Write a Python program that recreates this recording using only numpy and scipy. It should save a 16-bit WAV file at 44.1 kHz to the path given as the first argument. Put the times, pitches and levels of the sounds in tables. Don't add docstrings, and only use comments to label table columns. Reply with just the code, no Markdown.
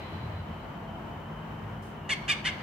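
import sys
import numpy as np
from scipy import signal
from scipy.fft import rfft, irfft
from scipy.io import wavfile

SR = 44100
rng = np.random.default_rng(int(sys.argv[2]) if len(sys.argv) > 2 else 0)


def pcm_store(signal):
    levels = np.round(np.clip(np.atleast_2d(signal), -1, 1) * 32767)
    wavfile.write(sys.argv[1], SR, levels.astype(np.int16).T)


N = 115542


def undb(db):
    return 10 ** (np.asarray(db) / 20)


def unit(x):
    return x / np.sqrt(np.mean(x ** 2))


def along(points):
    hz, value = np.array(points, float).T
    bins_hz = np.arange(N // 2 + 1) * SR / N
    return np.interp(np.log(bins_hz + 1), np.log(hz), value)


def colour(x, points):
    return irfft(rfft(x) * undb(along(points)), N)


def noise(channels=2):
    return rng.standard_normal((channels, N))


def narrow(hz, width, channels=1):
    bins_hz = np.arange(N // 2 + 1) * SR / N
    return unit(irfft(rfft(noise(channels)) / (1 + (2 * (bins_hz - hz) / width) ** 4), N))


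def walk(rate):
    return narrow(0, rate)[0]


def sine(hz):
    turns = np.cumsum(hz) / SR + rng.random()
    return np.sqrt(2) * np.sin(2 * np.pi * turns)


def gate(t, start, end, edge):
    return np.clip(np.minimum(t - start, end - t) / edge + .5, 0, 1)


# (frequency [Hz], relative level [dB])
ROAR_COLOUR = [(15, -48), (25, -37), (43, -15.5), (56, -2.5), (70, -10.5), (92, -1), (110, -4), (128, -9.5),
               (160, 0.5), (188, -9), (215, -4.5), (255, -11), (370, -13), (480, -16), (670, -13),
               (790, -15), (940, -12.5), (1200, -18), (1500, -21.5), (2000, -26), (2600, -30.5),
               (3000, -28), (3400, -37.5), (4600, -46), (7000, -51), (10500, -58.5), (12200, -49.5),
               (13500, -55), (15500, -53)]
# (frequency [Hz], relative level [dB])
ROAR_WIDTH = [(60, -17), (150, -23.5), (290, -7.5), (640, -7), (1400, -1.5), (3000, -3), (7000, 0.5)]
# (frequency [Hz], left minus right level [dB])
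ROAR_LEAN = [(150, 0), (380, 4.5), (700, 2), (1300, 2), (2500, 1.5), (8000, 0.5)]


def road_roar():
    mid, side = colour(noise(), ROAR_COLOUR)
    side = colour(side, ROAR_WIDTH)
    half_lean = along(ROAR_LEAN) / 2
    left = irfft(rfft(mid + side) * undb(half_lean), N)
    right = irfft(rfft(mid - side) * undb(-half_lean), N)
    return unit(np.array([left, right]))


# (start [s], end [s], pitch [Hz], pitch wander [Hz], level [dB])
HUMS = [(0.14, 0.598, 80, 2.8, -43), (0.15, 0.48, 99, 11.87, -39), (-.3, 2.9, 151, 3.015, -50),
        (1.124, 1.39, 150, 1.73, -45.5), (-.3, 2.9, 217, 5.02, -52), (1.57, 1.82, 108, 7.93, -45.5),
        (1.67, 2.41, 378, 9.1, -57), (0.55, 1.21, 670, 14.17, -54.5)]
HUM_FADE_S, HUM_WANDER_HZ = 0.17, 12.05


def engine_hums(t):
    hums = 0
    for start, end, hz, wander, db in HUMS:
        tone = sine(hz + wander * walk(HUM_WANDER_HZ))
        hums = hums + tone * gate(t, start, end, HUM_FADE_S) * undb(db)
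    return hums


INSECT_HZ, INSECT_WIDTH_HZ, INSECT_DB, INSECT_FLICKER_DB = 3050, 76, -62.5, 1.5


def steady_insect():
    song = narrow(INSECT_HZ, INSECT_WIDTH_HZ, channels=2)
    return song * undb(INSECT_DB + INSECT_FLICKER_DB * walk(30))


# (start [s], end [s], level before flicker [dB])
BUZZ_BOUTS = [(0, .28, -61.5), (.3, .43, -64), (.595, .645, -63)]
BUZZ_HZ, BUZZ_WIDTH_HZ, BUZZ_EDGE_S, BUZZ_FLICKER_DB = 4020, 130, 0.029, 1.2


def buzzing_insect(t):
    bouts = sum(gate(t, start, end, BUZZ_EDGE_S) * undb(db) for start, end, db in BUZZ_BOUTS)
    buzz = narrow(BUZZ_HZ, BUZZ_WIDTH_HZ, channels=2)
    return buzz * bouts * undb(BUZZ_FLICKER_DB * walk(40))


# (frequency [Hz], relative level [dB])
ECHO_COLOUR = [(800, -19), (2000, 5), (3000, -2), (4200, -5), (6000, -24), (9000, -30), (15000, -35)]
ECHO_DB, ECHO_T60_S = -50, 3.1


def earlier_echo(t):
    return unit(colour(noise(), ECHO_COLOUR)) * undb(ECHO_DB - 60 * t / ECHO_T60_S)


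PASSING_S, PASSING_LENGTH_S, PASSING_DB = 0.92, 0.31, -51.5
PASSING_HZ, PASSING_WIDTH_HZ = 840, 230


def passing_tyres(t):
    shared = narrow(PASSING_HZ, PASSING_WIDTH_HZ)
    separate = narrow(PASSING_HZ, PASSING_WIDTH_HZ, channels=2)
    swell = np.exp(-((t - PASSING_S) / PASSING_LENGTH_S) ** 2)
    return unit(shared + separate) * swell * undb(PASSING_DB)


ROAR_DB, ROAR_SWELL_DB = -40, 0.65


def traffic(t):
    roar, hums, tyres = road_roar(), engine_hums(t), passing_tyres(t)
    return roar * undb(ROAR_DB + ROAR_SWELL_DB * walk(9.2)) + hums + tyres


# (frequency [Hz], relative level [dB])
HISS_COLOUR = [(1500, -12), (3000, 6), (6000, 5), (10000, 3), (15000, -4)]
HISS_S, HISS_DECAY_S, HISS_DB = 1.822, .105, -61.5


def soft_hiss(t):
    fade = (t > HISS_S) * np.exp(-((t - HISS_S) / HISS_DECAY_S) ** 2)
    return unit(colour(noise(), HISS_COLOUR)) * fade * undb(HISS_DB)


WHISTLE_S, WHISTLE_LENGTH_S, WHISTLE_FADE_S = 2.025, .09, .08
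WHISTLE_HZ, WHISTLE_WANDER_HZ, WHISTLE_DB = 2850, 15, -56.5


def faint_whistle(t):
    tone = sine(WHISTLE_HZ + WHISTLE_WANDER_HZ * walk(110))
    return tone * gate(t, WHISTLE_S, WHISTLE_S + WHISTLE_LENGTH_S, WHISTLE_FADE_S) * undb(WHISTLE_DB)


# (frequency [Hz], level [dB])
THROAT = [(500, -12.5), (1150, -13), (1420, -3), (1660, 1), (2100, 5), (2400, 1), (2600, 1), (2900, 5.5),
          (3250, -2.5), (3600, -2), (3950, -13), (4450, -6.5), (4900, -9.5), (5350, -15), (5750, -13.5),
          (7000, -14.5), (7700, -21.5), (8300, -12.5), (8700, -21.5), (9500, -26), (11300, -25.5),
          (12500, -44), (15500, -37)]
# (frequency [Hz], level [dB])
RASP_TILT = [(1000, 3), (1800, 2.5), (2350, -1), (2750, 7.5), (3300, 1), (4500, -4), (6500, 4.5),
             (12000, -2)]
EDGE_S, CALL_DB = 0.0025, -0.5
JITTER, JITTER_HZ = .06, 1300
SHIMMER, SHIMMER_HZ = .1, 260
RASP_GATE = 0.69


def yelp(t, curve, bill, count):
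    s, *columns = np.array(curve).T
    hz, db, rough, between = (np.interp(t, s, column) for column in columns)
    rough = np.clip(rough, 0, 1)
    jittered_hz = hz * (1 + JITTER * rough * walk(JITTER_HZ))
    phase = 2 * np.pi * np.cumsum(jittered_hz) / SR
    pattern = np.cos(phase / count)
    harmonics = sum(np.cos(k * phase) for k in range(1, 14))
    tone = harmonics * (1 + between * pattern) * (1 + SHIMMER * walk(SHIMMER_HZ))
    rasp = colour(rng.standard_normal(N) * (1 + RASP_GATE * pattern), RASP_TILT)
    sounding = gate(t, s[0], s[-1], EDGE_S)

    def through_bill(source):
        coloured = colour(colour(source, THROAT), bill)
        return coloured / np.sqrt(np.average(coloured ** 2, weights=sounding))

    mix = np.sqrt(1 - rough ** 2) * through_bill(tone) + rough * through_bill(rasp)
    return mix * undb(db + CALL_DB) * sounding


# (time [s], pitch [Hz], level before CALL_DB [dB], roughness [0-1],
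# depth of the lines between harmonics [0-1])
FIRST_CURVE = [(2.092, 945, -30, 0.85, .6), (2.095, 955, -32.5, 0.9, 0.7), (2.102, 1004, -29, 0.83, 0.8),
               (2.107, 1182, -27, 0.34, 0.56), (2.111, 1211, -25.5, 0.16, 0.45),
               (2.115, 1132, -27, 0.12, 0.4), (2.123, 1106, -21.5, 0.1, 0.16), (2.132, 1059, -27, 0.14, 0),
               (2.137, 1068, -25, 0.7, 1)]
SECOND_CURVE = [(2.279, 1104, -33, .85, 0.84), (2.288, 1186, -28, 1, 1), (2.296, 1186, -22.5, 0.14, 0.43),
                (2.305, 1231, -20, 0.22, 0.63), (2.309, 1198, -27, 0.7, 0.38),
                (2.315, 1172, -24, 0.13, 0.45), (2.328, 1080, -28.5, .25, 0.77),
                (2.341, 1053, -40, 0.75, 0.67)]
THIRD_CURVE = [(2.443, 920, -43, 1, 0.79), (2.455, 970, -27, 0.52, 0.9), (2.463, 1032, -27.5, 0.15, 0.92),
               (2.470, 1032, -24.5, 0.25, 0.65), (2.474, 1180, -25, 0.35, 0.53),
               (2.482, 1151, -29.5, 0.52, 1), (2.496, 1040, -34, 0.41, .6), (2.503, 1050, -41, 0.98, .6)]
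# (frequency [Hz], level [dB])
FIRST_BILL = [(1150, 1.5), (1650, 2), (2200, -1), (2850, 0.5), (3400, 0), (4400, 1), (4900, -1), (8000, 1)]
SECOND_BILL = [(1200, -0.5), (1650, 3), (1950, -2.5), (2400, 2), (2870, 1.5), (3150, 1), (3600, 0.5),
               (4700, 0.5), (8000, 1)]
THIRD_BILL = [(1200, -0.5), (1650, 0.5), (2050, 1), (2600, -2.5), (3000, 2), (3600, 1.5), (4500, 0.5),
              (8000, -1.5)]


def hornbill(t):
    first = yelp(t, FIRST_CURVE, FIRST_BILL, count=2)
    second = yelp(t, SECOND_CURVE, SECOND_BILL, count=2.5)
    third = yelp(t, THIRD_CURVE, THIRD_BILL, count=2)
    return first + second + third


SMEAR_S, SMEAR_STEP_HZ = .0011, 200


def twig_smear(x):
    steps = rng.standard_normal(512)
    bins_hz = np.arange(N // 2 + 1) * SR / N
    shift_s = SMEAR_S * np.interp(bins_hz / SMEAR_STEP_HZ, np.arange(len(steps)), steps)
    turns = np.cumsum(shift_s) * SR / N
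    return irfft(rfft(x) * np.exp(-2j * np.pi * turns), N)


# (frequency [Hz], lead of the left [radians])
PORT_PHASE = [(500, 1), (1700, -1.7), (2400, 1.06), (3600, -0.4), (4400, -1.45), (5300, -2), (7000, -1.5),
              (8400, -1.5), (15000, -2.5)]
PAN_DB = 0


def direct_sound(voice):
    left_right = np.array([[1], [-1]])
    turn = np.exp(.5j * along(PORT_PHASE) * left_right)
    return irfft(rfft(voice) * turn, N) * undb(PAN_DB / 2 * left_right)


def scatter(voice, reply):
    return signal.fftconvolve(voice[None], unit(reply) / np.sqrt(N), axes=1)[:, :N]


LEAVES_DB, LEAVES_T60_S, LEAVES_RISE_S = -6.5, 0.071, 0.0028


def leaves(t, voice):
    reply = noise() * undb(-60 * t / LEAVES_T60_S) * np.clip(t / LEAVES_RISE_S, 0, 1)
    return scatter(voice, reply) * undb(LEAVES_DB)


# (frequency [Hz], level [dB])
FRONTS_COLOUR = [(1400, 4.5), (2300, -1), (3100, -6), (3650, -4), (4000, 3), (4450, -0.5), (4900, -6),
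                 (5600, -4.5), (7000, -12)]
FRONTS_DB, FRONTS_T60_S, FRONTS_REST_T60_S, FRONTS_RISE_S = -11.5, 0.76, 0.43, 0.021
TAIL_BLUR_RAD, TAIL_BLUR_HZ, TAIL_FLICKER_DB = 1.17, 129, 2


def house_fronts(t, voice):
    source = noise()
    lasting = colour(source, FRONTS_COLOUR)
    rest = 0.31 * (source - lasting)
    reply = lasting * undb(-60 * t / FRONTS_T60_S) + rest * undb(-60 * t / FRONTS_REST_T60_S)
    tail = scatter(voice, reply * np.clip(t / FRONTS_RISE_S, 0, 1))
    blur = np.exp(1j * TAIL_BLUR_RAD * narrow(0, TAIL_BLUR_HZ, channels=2))
    tail = np.real(signal.hilbert(tail) * blur)
    return tail * undb(FRONTS_DB + TAIL_FLICKER_DB * walk(32))


def scene():
    t = np.arange(N) / SR
    voice = twig_smear(hornbill(t))
    bird = direct_sound(voice) + leaves(t, voice) + house_fronts(t, voice)
    road = traffic(t)
    trees = steady_insect() + earlier_echo(t) + faint_whistle(t) + soft_hiss(t) + buzzing_insect(t)
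    return bird + road + trees


TOP_HZ = 15740


def record(dry):
    low_pass = signal.ellip(10, .2, 80, TOP_HZ, fs=SR, output="sos")
    return signal.sosfilt(low_pass, dry)


dry = scene()
out = record(dry)
pcm_store(out)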